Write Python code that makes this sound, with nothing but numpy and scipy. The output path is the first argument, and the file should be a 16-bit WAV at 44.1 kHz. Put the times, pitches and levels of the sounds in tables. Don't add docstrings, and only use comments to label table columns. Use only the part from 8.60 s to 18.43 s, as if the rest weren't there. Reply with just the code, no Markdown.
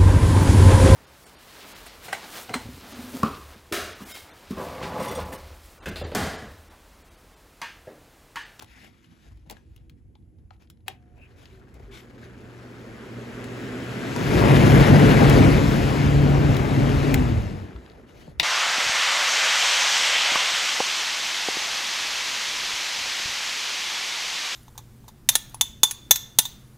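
import sys
import numpy as np
from scipy import signal
from scipy.fft import rfft, irfft, next_fast_len
from scipy.io import wavfile
from scipy.ndimage import uniform_filter1d, map_coordinates

SR = 44100
rng = np.random.default_rng(int(sys.argv[2]) if len(sys.argv) > 2 else 0)


def wav_out(sig):
    wavfile.write(sys.argv[1], SR, np.round(np.clip(np.atleast_2d(sig).T, -1, 1) * 32767).astype(np.int16))


def gain_from_decibels(decibels):
    exponent = np.asarray(decibels, float) / 20
    return 10 ** exponent


N = 433503

ON_S, OFF_S = 2.3, 8.504
FULL_HZ = 143.2

# start_s, share_0_1
JET = [
    (5.6, 0),
    (5.85, 1),
    (6.6, 0.88),
    (6.9, 0.37),
    (7.1, 0.35),
]
# pitch_hz, width_hz, level_db
HALL_AND_CABINET_MODES = [(235, 19.5, 0), (394, 7.8, -4)]
# start_s, peak_db, knock_db, treble_db
HAND_TICKS = [(0.023, -41.5, 2, -1), (0.044, -45, -13, -8), (0.3087, -58, -20.5, -24),
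              (0.4429, -52, -22, -23), (0.7722, -58, -8, -10), (0.8981, -30.5, -20, -9),
              (0.9091, -34.5, -19, -1.5), (0.9244, -42, -2, -13), (0.9677, -49, -15, -20),
              (1.162, -47, -28, -7.5), (1.177, -55, -19, -28), (1.296, -45.5, -12, -12),
              (1.5528, -51, -7, -33), (1.625, -71, -15, -30), (1.785, -62, -2, -20),
              (1.9063, -45, -18, -35), (1.964, -64, -20, -15), (2.0724, -57, -20, -25),
              (2.172, -62, -25, -20), (2.205, -64, -8, -30), (2.1, -40.5, -33, -6.5),
              (2.4244, -61, -17, -18), (2.855, -38.5, -22, -21), (3.1418, -57, -10, 1),
              (3.198, -54, 5, -25), (3.439, -55, -15, -32), (3.6147, -54, -15, -22.5),
              (3.6309, -50, -26, -22), (3.65, -49, -24, -27), (8.897, -39, -12, -22),
              (9.161, -44.5, -1, -38), (9.2616, -44, -10, -29), (9.2983, -44, -8, -34),
              (9.316, -45.5, -12, -31), (9.4894, -60, -15, -26), (9.678, -55, 10, -27)]
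# start_s, peak_db, knock_db, treble_db
HOUSING_TAPS = [
    (4.8413, -34, -5, -9),
    (5.5614, -26, 3, -9.5),
    (6.516, -22, -24, -13),
    (6.697, -22, -6, -1.5),
    (7.9457, -25, -23, -16),
    (7.9671, -22, -11, -12),
    (8.5302, -33, -15, -19),
]
# start_s, peak_db, ring_s
SWITCHES = [
    (2.2806, -16.5, 0.027),
    (8.5415, -14, 0.033),
    (9.7973, -3.5, 0.1),
]


def unit(x):
    return x / np.sqrt(np.mean(x ** 2) + 1e-20)


def along(points, hz):
    f, v = np.transpose(points)
    return np.interp(np.log(hz + 1), np.log(f + 1), v)


def curves(rows):
    s, *cols = np.transpose(rows)
    return [np.interp(np.arange(N) / SR, s, c) for c in cols]


def wobble(rate_hz):
    knots = rng.standard_normal(int(N * rate_hz / SR) + 4)
    return map_coordinates(knots, [np.arange(N) * rate_hz / SR])


def filtered(x, response):
    m = next_fast_len(N + SR // 2)
    return irfft(rfft(x, m) * response(np.fft.rfftfreq(m, 1 / SR)), m)[..., :N]


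def rush(spectrum, patchy_db):
    z = signal.stft(rng.standard_normal((2, N)), nperseg=512)[2]
    field = uniform_filter1d(rng.standard_normal(z.shape[1:]), size=6, axis=0)
    field = uniform_filter1d(field, size=12, axis=1)
    pair = signal.istft(z * gain_from_decibels(patchy_db * unit(field)), nperseg=512)[1][:, :N]
    return unit(filtered(pair, lambda hz: gain_from_decibels(along(spectrum, hz))))


def modes(rows):
    def response(f):
        total = 0
        for k, (c, w, db) in enumerate(rows):
            total = total + (-1) ** k * gain_from_decibels(db) * 1j * f * w / (c * c - f * f + 1j * f * w)
        return total
    return response


def speed():
    start_hz, climb_hz_per_s, drag = 43, 31.5, 0.0066
    brake_s, brake_hz, brake_rise_s, recover_s = 7.92, 13, 0.0954, 0.4145
    t = np.arange(N) / SR
    ramp = np.maximum(start_hz + climb_hz_per_s * (t - ON_S), 1)
    climb = (ramp ** -16. 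+ FULL_HZ ** -16.) ** (-1 / 16)
    late = np.maximum(np.minimum(t, OFF_S) - brake_s, 0)
    running = climb - brake_hz * np.minimum(late / brake_rise_s, 1) * np.exp(-late / recover_s)
    return 1 / (1 / running + drag * np.maximum(t - OFF_S, 0))


def blade_tones(hz, turn, air_db, tone_db, near, jet, powered):
    # level_db, jet_change_db, coast_change_db
    multiples = [
        (1, 1.5, 3),
        (0, -12, 4),
        (-16, 0, 0),
    ]
    overtone_cap_db = 5.5
    standing = modes(HALL_AND_CABINET_MODES[:1])
    tones = 0
    for k, (db, jet_db, coast_db) in enumerate(multiples):
        capped_db = np.minimum(tone_db, overtone_cap_db if k else np.inf)
        shake_db = (0.9 + 2.4 * jet) * wobble(12) + 4 * (1 - near) * wobble(22)
        level_db = air_db + capped_db + db + jet_db * jet + coast_db * (0.5 - powered) * near + 0.5 + shake_db
        lift = 1 + 0.8 * (1 - near) * np.abs(standing((k + 1) * hz))
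        tones = tones + gain_from_decibels(level_db) * lift * np.sin((k + 1) * turn)
    return tones


def motor_hum(air_db, jet, powered):
    hum_db, follows_air, buzz_fade_s = -16, 0.68, 0.79
    t = np.arange(N) / SR
    mains = 2 * np.pi * 120 * t
    level = powered * gain_from_decibels(hum_db + follows_air * air_db + 2.0 + 2.5 * jet + 1.7 * wobble(6))
    buzz = 0.28 * gain_from_decibels(4.5 * wobble(9.7)) * np.exp(-np.abs(t - ON_S) / buzz_fade_s)
    steady = np.sin(mains) + 0.26 * np.sin(2 * mains) + 0.086 * np.sin(4 * mains)
    return level * (steady + buzz * np.sin(6 * mains))


def rim_db(jet):
    return 2 * (1 - (2 * jet - 1) ** 2)


def rumble(air_db, wind_db, near, jet, powered):
    # level_hz, level_db_per_hz
    rumble_spectrum = [(13, -39), (30, 2), (92, -0.5), (130, -9), (170, -12), (290, -120)]
    floor_db, walk_s, walk_db = -56.5, 0.66, 9.5
    buffet_db, buffet_jet_db, coast_db = -1, -7.5, 4
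    t = np.arange(N) / SR
    floor = gain_from_decibels(floor_db - walk_db * (t < walk_s))
    wind = gain_from_decibels(air_db + wind_db + buffet_db + buffet_jet_db * jet + coast_db * (1 - powered) + rim_db(jet))
    return gain_from_decibels(5.5) * np.hypot(floor, near ** 4 * wind) * rush(rumble_spectrum, patchy_db=-2.0)


def air(whoosh, grille, turn, air_db, bright_db):
    hiss_db, top_tilt, top_jet_db = -9, 0.27, 5
    flutter_db, steady_db = 2.2, -44
    jet = curves(JET)[0]
    eddies = np.array([wobble(25), wobble(25)])
    lumps = gain_from_decibels((1 + jet / 2) * eddies + (-14.0 - 0.72 * jet) * [[0], [1]])
    low = gain_from_decibels(air_db + rim_db(jet) + 2.5) * lumps * whoosh
    chop = 1 + 0.12 * np.sin(turn) + 0.25 * np.sin(2 * turn)
    flutter = 1.0 * jet + flutter_db * np.clip((steady_db - air_db) / 10, 0, 1)
    hiss = chop * gain_from_decibels(flutter * wobble(90)) * rush(grille, patchy_db=1.1)
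    treble, top = filtered(hiss, lambda f: np.array([1 / (1 + (3500 / (f + 1)) ** 4), f > 9000])[:, None])
    bright_db = np.clip(bright_db, -30, 12)
    top_db = top_tilt * np.maximum(bright_db, -5) + top_jet_db * jet
    lift = (gain_from_decibels(bright_db) - 1) * treble + gain_from_decibels(bright_db) * (gain_from_decibels(top_db) - 1) * top
    return low + gain_from_decibels(air_db + hiss_db + 4) * (hiss + lift)


def fan():
    # start_s, closeness_db, tone_over_air_db
    hand = [(2.3, -43.5, -18), (3.6, -39.5, -15), (4.4, -38, -5.5), (5.4, -33.5, -7), (5.6, -28.5, -3.5),
            (5.8, -19, -4), (6.1, -16.5, 2), (6.4, -17, 2.5), (6.75, -17, 2.5), (7.0, -23, 3),
            (7.2, -25, 1), (7.65, -26, 11.5), (8.05, -25, 5), (8.54, -25.5, 6), (8.78, -28, 6),
            (9.0, -33.5, 2), (9.24, -40.5, -7), (9.6, -42.5, -10)]
    # start_s, treble_db, wind_db
    facing = [
        (5.3, 10.5, -2),
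        (5.6, 7, -0.5),
        (5.85, 0.5, 1),
        (6.6, 0, -0.5),
        (6.85, 2, 2),
        (7.05, 4, -0.5),
        (7.25, 4, -1.5),
        (7.7, 1, 0.3),
        (8.5, 2, 0.2),
        (9, 3, -0.2),
    ]
    # start_s, share_0_1
    nearness = [
        (5.3, 0.2),
        (5.75, 0.96),
        (9, 1),
        (9.3, 0.1),
    ]
    # pitch_hz, level_db_per_hz
    whoosh_near, grille_near = [(70, -37), (100, 3), (150, 0), (250, -1), (400, -7.5), (700, -18),
                                (1200, -41), (4000, -66)], [(350, -2), (600, 0), (1000, -4), (1400, -5), (2100, -6.5),
                                                (2700, -9.5), (3200, -14), (5000, -20.5), (8000, -26),
                                                (12000, -33), (15600, -35), (16200, -72)]
    whoosh_far, grille_far = [(70, -10), (115, -22), (170, -7), (250, -2.5), (320, -5), (400, -2.5),
                              (550, -8.5), (750, -21.5), (1200, -40.5), (9000, -42), (15000, -53)], [(350, -22), (600, 2.5), (800, 0), (1100, -1), (1650, 2),
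                                                  (2300, -6), (3500, -17.5), (5500, -38), (7500, -31),
                                                  (12000, -57), (15600, -60), (16200, -70)]
    air_db_per_decade = 53
    t, hz = np.arange(N) / SR, speed()
    close_db, tone_db = curves(hand)
    bright_db, wind_db = curves(facing)
    near, jet = curves(nearness)[0], curves(JET)[0]
    air_db = close_db + air_db_per_decade * np.log10(hz / FULL_HZ) - 60 * (t < ON_S)
    powered = uniform_filter1d(1. * (t > ON_S) * (t < OFF_S), size=2000)
    jitter = (0.0043 + 0.03015 * (1 - near)) * wobble(20) + 0.00498 * wobble(4)
    turn = 2 * np.pi * np.cumsum(hz * (1 + jitter)) / SR

    tones = blade_tones(hz, turn, air_db, tone_db, near, jet, powered)
    tonal = (tones + motor_hum(air_db, jet, powered)) * [[1], [0.35]]
    deep = rumble(air_db, wind_db, near, jet, powered) + tonal
    boom = filtered(rush(whoosh_far, patchy_db=1.0), lambda f: 1 + np.abs(modes(HALL_AND_CABINET_MODES)(f)))
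    far_air = air(unit(boom), grille_far, turn, air_db, 0.69 * (air_db + 55.5))
    near_air = air(gain_from_decibels(wind_db) * rush(whoosh_near, patchy_db=1.0), grille_near, turn, air_db, bright_db)
    far = np.sqrt(1 - near) * (deep + far_air)
    return far, np.sqrt(near) * near_air + (1 - np.sqrt(1 - near)) * deep


def snaps():
    # pitch_hz, width_hz, level_db
    knob, dial, latch = [(770, 76, 1), (1750, 180, 1.5), (2680, 340, 2), (3460, 820, 0), (5950, 3000, -12),
                         (10700, 4800, -9.5)], [(1500, 520, 2), (2148, 650, 5.5), (2900, 680, 5), (4000, 900, -2),
                                       (5000, 900, -1.5), (7700, 1100, -2.5), (11600, 2500, -3.5),
                                       (14500, 2300, -2)], [(625, 290, -9), (970, 120, -4.5), (2070, 440, 0),
                                                     (2900, 320, 2), (3600, 530, -1), (4600, 690, -2.5),
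                                                     (5400, 850, -9.5), (10500, 8100, -19)]
    out, t = np.zeros((2, N)), np.arange(SR // 8) / SR
    for (s, db, ring_s), body in zip(SWITCHES, (knob, dial, latch)):
        blow = np.zeros((2, N + SR))
        decay = gain_from_decibels(-60 * t / 0.016) + 0.24 * gain_from_decibels(-60 * t / ring_s)
        shape = (1 - np.exp(-(t / 0.00056) ** 2)) * decay
        blow[:, round(s * SR):][:, :len(t)] = gain_from_decibels(db + 4) * shape * rng.standard_normal((2, len(t)))
        out += filtered(blow[:, :N], modes(body))
    return out


def ticks():
    crack_s, rattle_s = 0.0094, 0.042
    parts, t = np.zeros((3, 2, N + SR)), np.arange(SR // 10) / SR
    decay = gain_from_decibels(-60 * t / crack_s) + 0.26 * gain_from_decibels(-60 * t / rattle_s)
    shape = (1 - np.exp(-t / 0.00067)) * decay
    for s, db, knock_db, treble_db in HAND_TICKS + HOUSING_TAPS:
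        crack = gain_from_decibels(db + 9.0) * shape * rng.standard_normal((2, len(t)))
        at = round(s * SR)
        parts[..., at:at + len(t)] += crack * gain_from_decibels([knock_db + 11.0, 0, treble_db])[:, None, None]
    knock = modes([(380, 90, -0.9), (885, 180, 1.0)])
    body = modes([(1970, 1700, -4.0), (3830, 1400, -0.5)])
    treble = modes([(10100, 9800, 0)])
    return sum(filtered(part[:, :N], response) for part, response in zip(parts, (knock, body, treble)))


def pings():
    # start_s, level_db, pitch_hz, ring_s
    ping_rows = [(.7133, -53, 1100, .012), (.9015, -38.5, 856, 0.032), (.9145, -42, 785, .04),
                 (.9677, -44, 1650, 0.022), (1.117, -64, 2500, .008), (1.163, -49, 2900, 0.013),
                 (1.555, -48.5, 850, .025), (1.9105, -39.5, 800, 0.02), (2.283, -32, 770, 0.045),
                 (1.907, -39, 1310, 0.013), (2.281, -38, 1150, .02), (2.856, -37, 4600, .006),
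                 (2.949, -50, 1500, 0.02), (3.015, -43, 1440, 0.012), (3.015, -57, 2300, 0.0069),
                 (9.2616, -41, 1700, .012), (9.262, -45, 850, .015), (9.679, -48, 1016, .012),
                 (9.679, -37, 570, .02), (3.073, -47, 1600, .012), (3.199, -41, 700, 0.018),
                 (3.314, -48, 2260, .04), (3.335, -46, 2260, .04), (3.355, -46, 2160, .04),
                 (3.378, -47, 2175, .03), (3.4, -50, 2150, .03), (.445, -56, 4050, .015),
                 (.447, -52, 2900, .015), (3.458, -53.5, 1600, .012), (9.161, -38, 1350, .02),
                 (9.798, -5.5, 3670, 0.012), (9.7978, -9, 5640, .006), (3.499, -45, 1615, .015),
                 (3.525, -55, 1600, 0.01), (3.579, -40, 1550, 0.016), (3.618, -45, 1500, 0.017),
                 (3.631, -36, 1590, 0.017), (3.657, -43, 1550, .015)]
    note, t = np.zeros(N + SR), np.arange(SR // 8) / SR
    for s, db, hz, ring_s in ping_rows:
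        envelope = gain_from_decibels(db - 60 * t / ring_s) * (1 - np.exp(-t / 0.00044))
        note[round(s * SR):][:len(t)] += envelope * np.sin(2 * np.pi * hz * t)
    return note[:N] * [[1], [0.3]]


def cloth():
    # start_s, length_s, level_db, scuff_db
    strokes = [(0, 0.031, -48.5, 2), (0.052, 0.12, -59, -8), (0.16, 0.12, -59, -3),
               (0.32, 0.17, -69.5, -10), (0.423, 0.036, -66.5, -12), (0.49, 0.14, -68, 1),
               (0.6, 0.074, -69, 3), (0.705, 0.029, -70, 4), (0.74, 0.11, -75, 0), (0.854, 0.03, -72, 15),
               (1.365, 0.027, -76.5, 4), (1.777, 0.027, -81, 3), (1.908, 0.043, -70, 4),
               (2.603, 0.064, -74, -6), (0.888, 0.041, -57.5, 7.5), (0.943, 0.046, -65.5, 11),
               (0.992, 0.22, -74.5, -5), (1.994, 0.043, -64.5, 4), (2.26, 0.059, -56, 7),
               (2.54, 0.056, -72, 17), (2.674, 0.07, -68.5, 9), (2.758, 0.096, -59.5, 5),
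               (2.845, 0.13, -68, -3), (3.134, 0.036, -64, 11), (3.183, 0.062, -68, 1),
               (3.307, 0.048, -51, -17), (3.348, 0.061, -51.5, -17), (3.575, 0.029, -74, -7),
               (3.61, 0.055, -56.5, -15), (9.136, 0.19, -64, 8), (9.333, 0.11, -71, 16),
               (2.899, .06, -74, -10), (0.122, .14, -73, 11), (.65, .07, -73, 9), (9.464, 0.073, -61, 8),
               (9.542, 0.1, -57, 10), (9.648, 0.08, -67, 12), (9.784, 0.014, -52, -5)]
    # pitch_hz, level_db_per_hz
    fabric, carpet = [(400, -25), (800, -5.5), (1700, -2), (2500, -2), (4500, -9), (8000, -14.5),
                      (12000, -16), (15600, -24), (16200, -70)], [(300, -5), (500, -7.5), (750, -8), (1100, -18), (1600, -49)]
    peak_share, edge_db, fade_db, catch_s = 0.7, 1, 23, 0.0094
    level, scuff = np.zeros((2, N + SR))
    t = np.arange(SR * 3 // 4) / SR
    grip = 1 - np.exp(-t / catch_s)
    for s, length_s, db, scuff_db in strokes:
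        swell_db = np.interp(t, [0, peak_share * length_s, length_s], [-edge_db, 3, 0])
        swell_db = swell_db - fade_db * np.maximum(t / length_s - 1, 0)
        at = round(s * SR)
        level[at:][:len(t)] += gain_from_decibels(db + swell_db - 2.0) * grip
        scuff[at:][:len(t)] += gain_from_decibels(db + swell_db + scuff_db - 6.5) * grip
    grain = gain_from_decibels(1.1 * wobble(350) + 0.86 * wobble(90) + 0.58 * wobble(22))
    fabric_rub = level[:N] * unit(grain * rush(fabric, patchy_db=2.0))
    return fabric_rub + scuff[:N] * unit(grain * rush(carpet, patchy_db=4.0))


def sleeve():
    # start_s, length_s, level_db
    brushes = [
        (2.558, 0.055, -64),
        (2.605, 0.051, -60),
        (.2, .055, -61),
        (2.005, .03, -70),
        (9.56, 0.076, -60),
    ]
    # pitch_hz, level_db_per_hz
    sleeve_spectrum = [(1200, -30), (1600, 4), (2300, -1), (3100, -3), (3600, -29)]
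    t, level = np.arange(N) / SR, np.zeros(N)
    for s, length_s, db in brushes:
        level += gain_from_decibels(db) * np.sin(np.pi * np.clip((t - s) / (1.6 * length_s), 0, 1))
    return level * rush(sleeve_spectrum, patchy_db=6.0)


def steps():
    # start_s, level_db, floor_hz, ring_s
    footfalls = [(0.031, -35.5, 89, 0.07), (.1, -45.5, 58.5, 0.51), (0.682, -40, 55.8, 0.98),
                 (0.872, -36, 160, 0.052), (0.903, -36.5, 338, 0.045), (1.108, -41, 60, 0.17),
                 (2.281, -43, 380, 0.11), (2.921, -48, 380, 0.37), (2.95, -39, 52.3, 0.27),
                 (3.131, -37.5, 62, 0.38), (3.202, -33, 386, 0.035), (3.23, -32, 48.6, 0.35),
                 (3.28, -44.5, 393, 0.73), (5.758, -7.5, 56, 0.14), (9.151, -24, 59.6, 0.17),
                 (9.381, -42, 435, 0.13), (9.681, -28.5, 147, 0.07), (9.799, -39, 327, 0.26),
                 (9.805, -36, 150, .15)]
    thud, t = np.zeros(N + SR), np.arange(SR) / SR
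    for s, db, hz, ring_s in footfalls:
        envelope = gain_from_decibels(db - 60 * t / ring_s) * (1 - np.exp(-t / 0.0031))
        thud[round(s * SR):][:SR] += envelope * np.sin(2 * np.pi * hz * t)
    return thud[:N] * [[1], [0.3]]


def house_murmur():
    # pitch_hz, level_db_per_hz
    ducts = [(53, -30), (90, -11.5), (258, -9.5), (275, -18.5), (318, -9.5), (407, -23.5), (484, -23.5),
             (800, -42), (1040, -82), (1760, -120)]
    murmur_db, fridge_hz, fridge_db = -62, 484, -78.5
    note = gain_from_decibels(fridge_db + 3 * wobble(5.1)) * np.sin(2 * np.pi * fridge_hz * np.arange(N) / SR)
    return gain_from_decibels(murmur_db + 2.5) * rush(ducts, patchy_db=2.5) + note * [[1], [0.3]]


def still_air():
    # pitch_hz, level_db_per_hz
    still_spectrum = [(410, -30), (700, -2), (1030, -12), (1460, -13), (1900, -13), (2890, -17),
                      (4040, -24), (8000, -21), (11000, -16), (17600, -60)]
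    return gain_from_decibels(-79.5) * rush(still_spectrum, patchy_db=1)


def room(x):
    # pitch_hz, t60_s
    decay_times = [(200, 0.26), (2000, 0.23), (10000, 0.064)]
    hz, t, z = signal.stft(rng.standard_normal((2, SR // 2)), SR, nperseg=256)
    tail = signal.istft(z * gain_from_decibels(-60 * t / along(decay_times, hz)[:, None]), SR, nperseg=256)[1]
    delayed = np.pad(x, ((0, 0), (300, 0)))
    return signal.fftconvolve(delayed, tail / np.linalg.norm(tail[0]), axes=1)[:, :N]


def ports(pair, lean, alike, lead):
    def response(hz):
        turn = np.arccos(np.clip(along(alike, hz), 0, 1)) / 2
        late = 2 * np.pi * np.maximum(hz - 6950, 0) / 4150
        half = gain_from_decibels(along(lean, hz) / 2) * np.exp(0.5j * (along(lead, hz) - late))
        left = [np.cos(turn) * half, np.sin(turn) * half]
        right = [np.cos(turn) / half, -np.sin(turn) / half]
        return np.array([left, right])
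    return filtered(pair, response).sum(axis=1)


def scene():
    # pitch_hz, left_louder_db
    lean_near, lean_far = [(100, -1.5), (380, 5), (750, 10.5), (1500, 8.5), (2500, 4.5), (5800, 5),
                           (6500, 0)], [(100, -1.5), (400, -2.5), (900, 3), (1400, -1.5), (2900, 5.5),
                                         (5000, -3), (6500, -0.5)]
    # pitch_hz, port_likeness_0_1
    alike_near, alike_far = [(50, 0.97), (170, 0.86), (350, 0.76), (700, 0.62), (950, 0.85), (1200, 0.64),
                             (1550, 0.12), (2050, 0.76), (2750, 0.78), (3900, 0.97), (5500, 0.4),
                             (6400, 0.98), (16000, 0.96)], [(50, 0.68), (350, 0.73), (520, 0.39), (700, 0.54), (950, 0.28),
                                            (1300, 0.96), (2050, 0.25), (3900, 0.46), (5500, 0.37),
                                            (6400, 0.63), (16000, 0.81)]
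    # pitch_hz, left_leads_rad
    lead_near, lead_far = [(50, 0.24), (170, 0.78), (520, 1.2), (950, 1.47), (1250, 2.65), (1550, 1.9),
                           (2050, 0.3), (2750, 0.82), (3900, 0.16)], [(170, 0.031), (520, 0.44), (700, 0.92), (1200, 0.38), (1600, 0.88),
                                         (2750, 0.67), (3900, 1), (5000, -.3), (6400, 0.11)]
    fan_far, fan_near = fan()
    hits = snaps() + ticks() + pings()
    near = fan_near + hits + cloth() + still_air()
    far = fan_far + sleeve() + steps() + house_murmur() + gain_from_decibels(-14) * room(hits)
    return ports(near, lean_near, alike_near, lead_near) + ports(far, lean_far, alike_far, lead_far)


def thinned(x):
    # low_hz, high_hz
    no_mid, no_side = [(8300, 9600), (12500, 13800), (15850, 22050)], [(6350, 7600), (10450, 11700), (14500, 22050)]
    busy_level = 0.002
    hz, t, z = signal.stft(np.array([x[0] + x[1], x[0] - x[1]]) / 2, SR, nperseg=1024)
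    kept = np.array([1 - sum((hz > lo) & (hz < hi) for lo, hi in gaps) for gaps in (no_mid, no_side)])
    kept = kept[:, :, None]
    luck = rng.random((32, len(t) // 2 + 1)).repeat(2, axis=1)[(hz // 700).astype(int), :len(t)]
    busy = np.abs(z[0]).max(axis=0) > busy_level
    flicker = np.interp(hz, [13700, 13800, 15900], [0, 0.4, 0.65])[:, None]
    kept = kept * (luck + 0.3 * ~busy > flicker)
    fringe = ((hz > 8300) & (hz < 8700)) | ((hz > 12500) & (hz < 12900))
    kept[0] = np.maximum(kept[0], fringe[:, None] * (luck > 0.88))
    sharp_s = [s for s, *_ in SWITCHES]
    for s, db, _, treble_db in HAND_TICKS + HOUSING_TAPS:
        if db + treble_db > (-60 if s < 3 else -35):
            sharp_s.append(s)
    opened = np.min(np.abs(t - np.array(sharp_s)[:, None]), axis=0) < 0.007
    kept = np.maximum(kept, opened * (hz < 16200)[:, None])
    mid, side = signal.istft(z * kept, SR, nperseg=1024)[1][:, :N]
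    return np.array([mid + side, mid - side])


def roll_off(x):
    return signal.sosfilt(signal.butter(12, 16970, fs=SR, output="sos"), x)


def record(dry):
    rounded = dry / (1 + np.abs(dry / 0.84) ** 5) ** (1 / 5)
    heard = filtered(rounded, lambda hz: 1j * hz / (30 + 1j * hz) / (1 + (39 / (hz + 1)) ** 10))
    mix = thinned(heard)
    return roll_off(mix)


dry = scene()
out = record(dry)
wav_out(out)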